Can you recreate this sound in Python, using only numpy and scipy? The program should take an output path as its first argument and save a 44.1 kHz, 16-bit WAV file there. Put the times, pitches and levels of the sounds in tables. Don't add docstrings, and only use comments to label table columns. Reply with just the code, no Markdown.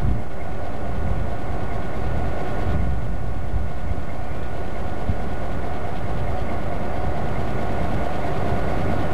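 import sys
import numpy as np
from scipy import signal
from scipy.fft import rfft, irfft, next_fast_len
from scipy.io import wavfile
from scipy.ndimage import uniform_filter1d, map_coordinates

SR = 44100
rng = np.random.default_rng(int(sys.argv[2]) if len(sys.argv) > 2 else 0)


def store_pcm(level_fs):
    pcm = np.round(np.clip(level_fs, -1, 1) * 32767).astype(np.int16)
    wavfile.write(sys.argv[1], SR, np.atleast_2d(pcm).T)


N = 402633

# (frequency [Hz], relative level [dB])
HISS_SPECTRUM = [(1500, 2), (5000, -2.5), (8300, -2.5), (11000, -4.5), (13500, -13)]
# (frequency [Hz], relative level [dB])
RUMBLE_SPECTRUM = [(15, -36), (24, -39), (33, -3.5), (48, 2.5), (70, 1), (110, -3.5), (160, -11.5),
                   (250, -22.5), (400, -28.5), (900, -88)]
# (frequency [Hz], relative level [dB])
EDDY_SPECTRUM = [(60, -19), (130, -1), (200, 3.5), (300, -12), (600, -39), (1200, -100)]
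# (time [s], peak level [dB], half length [s], eddies against the rumble [dB])
GUSTS = [(0.01, -29, 0.04, -13), (0.085, -19.5, 0.045, -9.5), (0.165, -27, 0.038, -12),
         (1.08, -24, 0.15, -12.5), (1.488, -30, 0.055, -25), (2.165, -26, 0.13, -11),
         (2.597, -31, 0.022, -4), (2.82, -22.5, 0.17, -14), (3.098, -26, 0.022, -18),
         (3.253, -29.5, 0.21, -24), (3.587, -21.5, 0.05, -24), (3.91, -26, 0.064, -13.5),
         (5.106, -18.5, 0.02, -16), (5.558, -32, 0.12, -18), (6.33, -32.5, 0.2, -30),
         (7.07, -25.5, 0.028, -10), (8.8, -32, 0.29, -11)]
BREEZE_DB, BREEZE_RISE_DB_PER_S = -33, 0.2

# (time [s], pitch [Hz], peak level [dB], half length [s], pitch jitter [Hz])
BRIEF_TONES = [(2.0, 4620, -65, 0.04, 45), (2.48, 1084, -44, 0.035, 8.7), (4.33, 2370, -57, 0.13, 10.4),
               (6.41, 4640, -64, 0.05, 45), (6.97, 4630, -64, 0.1, 40), (8.7, 4620, -61, 0.04, 45)]
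# (time [s], peak level [dB])
LOUD_SQUEAKS = [(0.41, -43), (1.493, -48), (1.713, -45), (1.933, -46.5), (2.799, -44), (3.019, -50),
                (3.451, -48), (3.887, -51), (4.105, -46), (4.323, -49.5), (4.755, -46.5), (6.063, -45.5),
                (6.279, -43), (6.495, -42), (7.364, -42), (7.582, -45), (7.802, -42), (8.017, -40.5),
                (8.237, -41.5), (8.883, -42)]
SQUEAK_HZ = 2105
# (time [s], peak level [dB], half length [s])
HARD_RASPS = [(0.658, -53, 0.015), (1.838, -50, 0.019), (2.706, -46, 0.02), (5.529, -48.5, 0.016),
              (5.75, -47, 0.012), (5.966, -44.5, 0.016), (6.187, -47, 0.018), (6.398, -46, 0.018),
              (7.17, -51, 0.015), (7.265, -49, 0.016), (7.487, -45.5, 0.016), (7.924, -48, 0.018),
              (8.14, -50, 0.018), (8.366, -47, 0.016), (9.004, -45, 0.019)]
# (frequency [Hz], relative level [dB])
RASP_SPECTRUM = [(1200, 2.5), (2400, 3), (3200, -1), (4200, -4.5), (5500, -13), (9000, -22)]
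# (frequency [Hz], width [Hz], lift [dB])
STEEL_RESONANCES = [(2740, 200, 3), (3290, 260, 7.5), (3630, 110, 4), (4300, 200, 2)]
# (frequency [Hz], relative level [dB])
RATTLE_SPECTRUM = [(1000, -10), (2000, -5.5), (2500, -1), (3300, -2), (4100, -6.5), (4480, -9.5),
                   (4620, -5.5), (4780, -11.5), (6500, -16), (8400, -17.5), (10000, -21.5), (12400, -22),
                   (13700, -24)]
# (time [s], level against the train [dB])
RATTLE_FADER = [(0, -20), (2.4, -19), (4.4, -18), (7.15, -20.5), (7.3, -19), (9.13, -18.5)]
# (harmonic 2 [dB], ..., harmonic 7 [dB])
GEAR_HARMONICS = [
    [-9, 0, 1.1, -7, -10.5, -15],
    [-9, -20, -8, -31, -18, -18],
    [-6, -16, -9, -31, -13, -44],
]
# (time [s], gain against the train [dB])
WHINE_FADER = [(0, -17.5), (2.5, -16), (3.2, -15.5), (5.3, -18), (7, -19.5), (9.13, -18)]

# (crank speed [turns/s], relative exhaust level [dB])
ENGINES = [(4.599, 0), (4.768, -5), (4.555, -6)]
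CYLINDERS, GEAR_TEETH = 16, 79
DRONE_ORDERS = [16, 32, 40, 48, 60, 66, 79, 85, 87, 93, 97, 105, 117, 129, 131, 141, 150, 151, 152, 156,
                158, 161, 174, 179, 246, 332, 339, 411]
DRONE_LEVELS = [-18, -26, -21, -14.5, -17.5, -21.5, -12, -20.5, -18, -19, -18.5, -20.5, -15.5, -18, -17.5,
                -19.5, -18.5, -11, -20, -19.5, -21, -11.5, -19, -22, -33, -28, -33, -35.5]
DRONE_BLUR_CYCLES, DRONE_BLUR_PER_S = 0.064, 30
# (frequency [Hz], width [Hz], lift [dB])
HOOD_RESONANCES = [(352, 22, -3), (385, 30, 3), (444, 89, -2), (589, 54, 3.5), (729.6, 46, 5.5),
                   (890, 110, 1.5), (1135, 150, 1.5), (1280, 510, -0.5), (2240, 200, -0.5)]
# (frequency [Hz], relative level [dB])
ROAR_SPECTRUM = [(150, -13.5), (270, -11.5), (370, -4.5), (450, -7.5), (520, -4.5), (600, -6.5), (730, -7),
                 (880, -13.5), (1150, -13), (1600, -20.5), (2100, -19.5), (2600, -32), (4000, -52.5)]
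# (frequency [Hz], relative level [dB])
DEEP_SPECTRUM = [(35, -6), (70, -2.5), (110, 3.5), (180, 2.5), (250, -4), (305, 0.5), (350, -13),
                 (500, -31), (900, -69)]
# (time [s], level [dB])
TRAIN_FADER = [(0, -34), (0.2, -37), (0.6, -35), (2.3, -32), (2.41, -31), (2.745, -31), (2.775, -35),
               (3.13, -37.5), (3.8, -37), (4.7, -34), (7.2, -30.5), (8.15, -28.5), (9.13, -28.5)]
ROAR_DB, DRONE_DB, DEEP_DB, RASP_DB, SQUEAK_DB = -0.76, -1, -2.5, -19.5, -16
DIP_S, DIP_HALF_S, DIP_DB = 0.293, 0.011, -3.5
ABREAST_S, ABREAST_HALF_S, ABREAST_DB = 9.2, 0.28, 6.5

# (frequency [Hz], side against mid [dB])
STEREO_WIDTH = [(40, -40), (150, -36), (300, -24), (700, -25), (1500, -18.5), (2500, -17), (4300, -13),
                (8000, -31.5), (12000, -15)]
# (frequency [Hz], side against mid [dB])
CHANNEL_LEAN = [(40, -18.5), (150, -18), (1000, -19), (2200, -17.5), (3500, -18), (6000, -38)]
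TOP_HZ = 13800


def amp(db):
    return 10 ** (np.asarray(db) / 20)


def unit(x):
    return x / np.sqrt(np.mean(x ** 2) + 1e-20)


def eq_gain(points, hz):
    frequencies, db = np.transpose(points)
    return amp(np.interp(np.log(hz + 1), np.log(frequencies + 1), db))


def fader(points):
    return np.interp(np.arange(N) / SR, *np.transpose(points))


def wobble(rate):
    return map_coordinates(rng.standard_normal(int(N * rate / SR) + 4), [np.arange(N) * rate / SR])


def filtered(x, response):
    size = next_fast_len(N + SR // 2)
    return irfft(rfft(x, size) * response(np.fft.rfftfreq(size, 1 / SR)), size)[..., :N]


def coloured(x, spectrum):
    return unit(filtered(x, lambda hz: eq_gain(spectrum, hz)))


def resonant(x, resonances):
    lift_db = lambda hz: sum(db / (1 + (2 * (hz - centre) / width) ** 2) for centre, width, db in resonances)
    return filtered(x, lambda hz: amp(lift_db(hz)))


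def steady(x, window_s):
    power = np.abs(uniform_filter1d(x ** 2, max(int(window_s * SR), 1)))
    return x / np.sqrt(power + 1e-6)


def swell(centre_s, half_s):
    return np.exp(-.5 * ((np.arange(N) / SR - centre_s) / half_s) ** 2)


def tone(turns, order):
    return np.sqrt(2) * np.sin(2 * np.pi * (order * turns + rng.random()))


def crank(speed, hunt_turns):
    return speed * np.arange(N) / SR + hunt_turns * wobble(1.5)


def each_turn(turns, at, half_s, scatter_db):
    phase = turns - at + .5
    strengths = amp(scatter_db * rng.uniform(-1, 1, size=64))
    strength = strengths[np.floor(phase).astype(int) % len(strengths)]
    seconds_off = (phase % 1 - .5) / ENGINES[0][0]
    return strength * np.exp(-.5 * (seconds_off / half_s) ** 2)


def hiss():
    return coloured(rng.standard_normal(N), HISS_SPECTRUM)


def stereo_spread(sound, decay_s):
    tail = rng.standard_normal(SR // 5) * np.exp(-np.arange(SR // 5) / SR / decay_s)
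    diffuse = signal.fftconvolve(sound, tail / np.linalg.norm(tail))[:N]
    return filtered(diffuse, lambda hz: eq_gain(STEREO_WIDTH, hz))


def wind(restless_db, breeze_eddy_db):
    breeze = amp(BREEZE_DB + BREEZE_RISE_DB_PER_S * np.arange(N) / SR + restless_db * wobble(5.4))
    gusts = [(amp(db) * swell(s, half_s), eddy_db) for s, db, half_s, eddy_db in GUSTS]
    blows = [(breeze, breeze_eddy_db)] + gusts
    force = np.sqrt(sum(blow ** 2 for blow, _ in blows))
    swirl = np.sqrt(sum((amp(eddy_db) * blow) ** 2 for blow, eddy_db in blows))
    flow = lambda spectrum: steady(coloured(rng.standard_normal(N), spectrum), window_s=0.117)
    return force * flow(RUMBLE_SPECTRUM) + swirl * flow(EDDY_SPECTRUM)


def brief_tones():
    out = np.zeros(N)
    for s, hz, db, half_s, jitter_hz in BRIEF_TONES:
        cycles = np.cumsum(hz + jitter_hz * wobble(200)) / SR
        out += amp(db) * swell(s, half_s) * tone(cycles, 1)
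    return out


def squeaks(turns, level_db, at, jitter_hz, half_s, roughness):
    cycles = np.cumsum(SQUEAK_HZ + jitter_hz * wobble(500)) / SR
    pip = unit(np.sin(2 * np.pi * cycles) * (1 + roughness * wobble(260)))
    usual = amp(level_db) * each_turn(turns, at, half_s, scatter_db=0.5)
    loud = sum(amp(db) * swell(s, half_s) for s, db in LOUD_SQUEAKS)
    return pip * np.maximum(usual, loud)


def steel_rasps(turns, level_db, at, half_s, grit_db):
    usual = amp(level_db) * each_turn(turns, at, half_s, scatter_db=4.5)
    hard = sum(amp(db) * swell(s, hard_half_s) for s, db, hard_half_s in HARD_RASPS)
    grit = amp(grit_db * wobble(300)) * rng.standard_normal(N)
    return np.maximum(usual, hard) * coloured(resonant(grit, STEEL_RESONANCES), RASP_SPECTRUM)


def rattle(turns, at, half_turns, onbeat, offbeat):
    bump = lambda centre: np.exp(-.5 * (((turns - centre + .5) % 1 - .5) / half_turns) ** 2)
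    beat = 1 + onbeat * bump(at) + offbeat * bump(at + .5)
    mesh = 1 + 0.055 * tone(turns, GEAR_TEETH)
    ticking = firings(turns, fade=0.15, uneven_db=1.24, turbulence=2.2)
    return coloured(beat * mesh * ticking, RATTLE_SPECTRUM)


def gear_whine(cranks, waver_db, backlash_teeth, runout_db, tightest_at):
    out = np.zeros(N)
    for turns, levels in zip(cranks, GEAR_HARMONICS):
        teeth = GEAR_TEETH * turns + backlash_teeth * wobble(25)
        mesh_db = runout_db * np.cos(2 * np.pi * (turns - tightest_at))
        for harmonic, db in enumerate(levels, 2):
            out += amp(db + mesh_db + waver_db * wobble(14)) * tone(teeth, harmonic)
    return out


def lope(turns, weak_at, weak_db, strong_at, strong_db, half_s):
    sag_db = weak_db * each_turn(turns, weak_at, half_s, scatter_db=-2)
    accent_db = strong_db * each_turn(turns, strong_at, half_s / 2, scatter_db=-3)
    return amp(sag_db + accent_db)


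def drone(turns, waver_db, flutter_db):
    out = np.zeros(N)
    for order, db in zip(DRONE_ORDERS, DRONE_LEVELS):
        gain = amp(db + waver_db * wobble(2.59) + flutter_db * wobble(14))
        cycles = order * turns + DRONE_BLUR_CYCLES * wobble(DRONE_BLUR_PER_S)
        out += gain * tone(cycles, 1)
    return out


def firings(turns, fade, uneven_db, turbulence):
    slot = turns % 1 * CYLINDERS
    strength = amp(uneven_db * rng.standard_normal(CYLINDERS))[slot.astype(int) % CYLINDERS]
    envelope = strength * np.exp(-fade * (slot % 1))
    one_turn = rng.standard_normal(SR // 5)
    looped = unit(np.interp(turns % 1, np.linspace(0, 1, len(one_turn)), one_turn))
    return unit(envelope * (looped + turbulence * rng.standard_normal(N)))


def exhaust(cranks, spectrum, turbulence):
    puffs = sum(amp(db) * firings(turns, fade=0.54, uneven_db=0.48, turbulence=turbulence)
                for turns, (_, db) in zip(cranks, ENGINES))
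    return coloured(resonant(puffs, HOOD_RESONANCES), spectrum)


def scene():
    train_db = fader(TRAIN_FADER) + DIP_DB * swell(DIP_S, DIP_HALF_S)
    deep_db = train_db + DEEP_DB + ABREAST_DB * swell(ABREAST_S, ABREAST_HALF_S)
    whine_db = train_db + fader(WHINE_FADER)
    rattle_db = train_db + fader(RATTLE_FADER)
    cranks = [crank(speed, hunt_turns=0.00094) for speed, _ in ENGINES]
    nearest = cranks[0]
    beat = lope(nearest, weak_at=0.68, weak_db=-2.5, strong_at=1.0, strong_db=2.2, half_s=0.026)
    mid = amp(train_db + ROAR_DB) * exhaust(cranks, ROAR_SPECTRUM, turbulence=1.3)
    mid += amp(deep_db) * exhaust(cranks, DEEP_SPECTRUM, turbulence=1.46)
    mid += amp(train_db + DRONE_DB) * beat * drone(nearest, waver_db=1.8, flutter_db=1.6)
    whine = gear_whine(cranks, waver_db=0.9, backlash_teeth=0.016, runout_db=0.6, tightest_at=0.52)
    mid += amp(whine_db) * whine
    mid += amp(rattle_db) * rattle(nearest, at=0.505, half_turns=0.046, onbeat=0.18, offbeat=0.27)
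    mid += steel_rasps(nearest, train_db + RASP_DB, at=0.42, half_s=0.019, grit_db=2.5)
    mid += squeaks(nearest, train_db + SQUEAK_DB, at=0.94, jitter_hz=59.5, half_s=0.0091, roughness=0.77)
    mid += brief_tones()
    mid += wind(restless_db=1.5, breeze_eddy_db=-12)
    mid += amp(-59.0) * hiss()
    side = stereo_spread(mid, decay_s=0.046)
    return np.array([mid + side, mid - side])


def record(dry):
    corner_hz, offset = 125, .123
    lean = lambda hz: eq_gain(CHANNEL_LEAN, hz) * (corner_hz - 1j * hz) / (corner_hz + 1j * hz)
    return offset + filtered(dry, lambda hz: (1 + np.outer([1, -1], lean(hz))) * (hz < TOP_HZ))


dry = scene()
out = record(dry)
store_pcm(out)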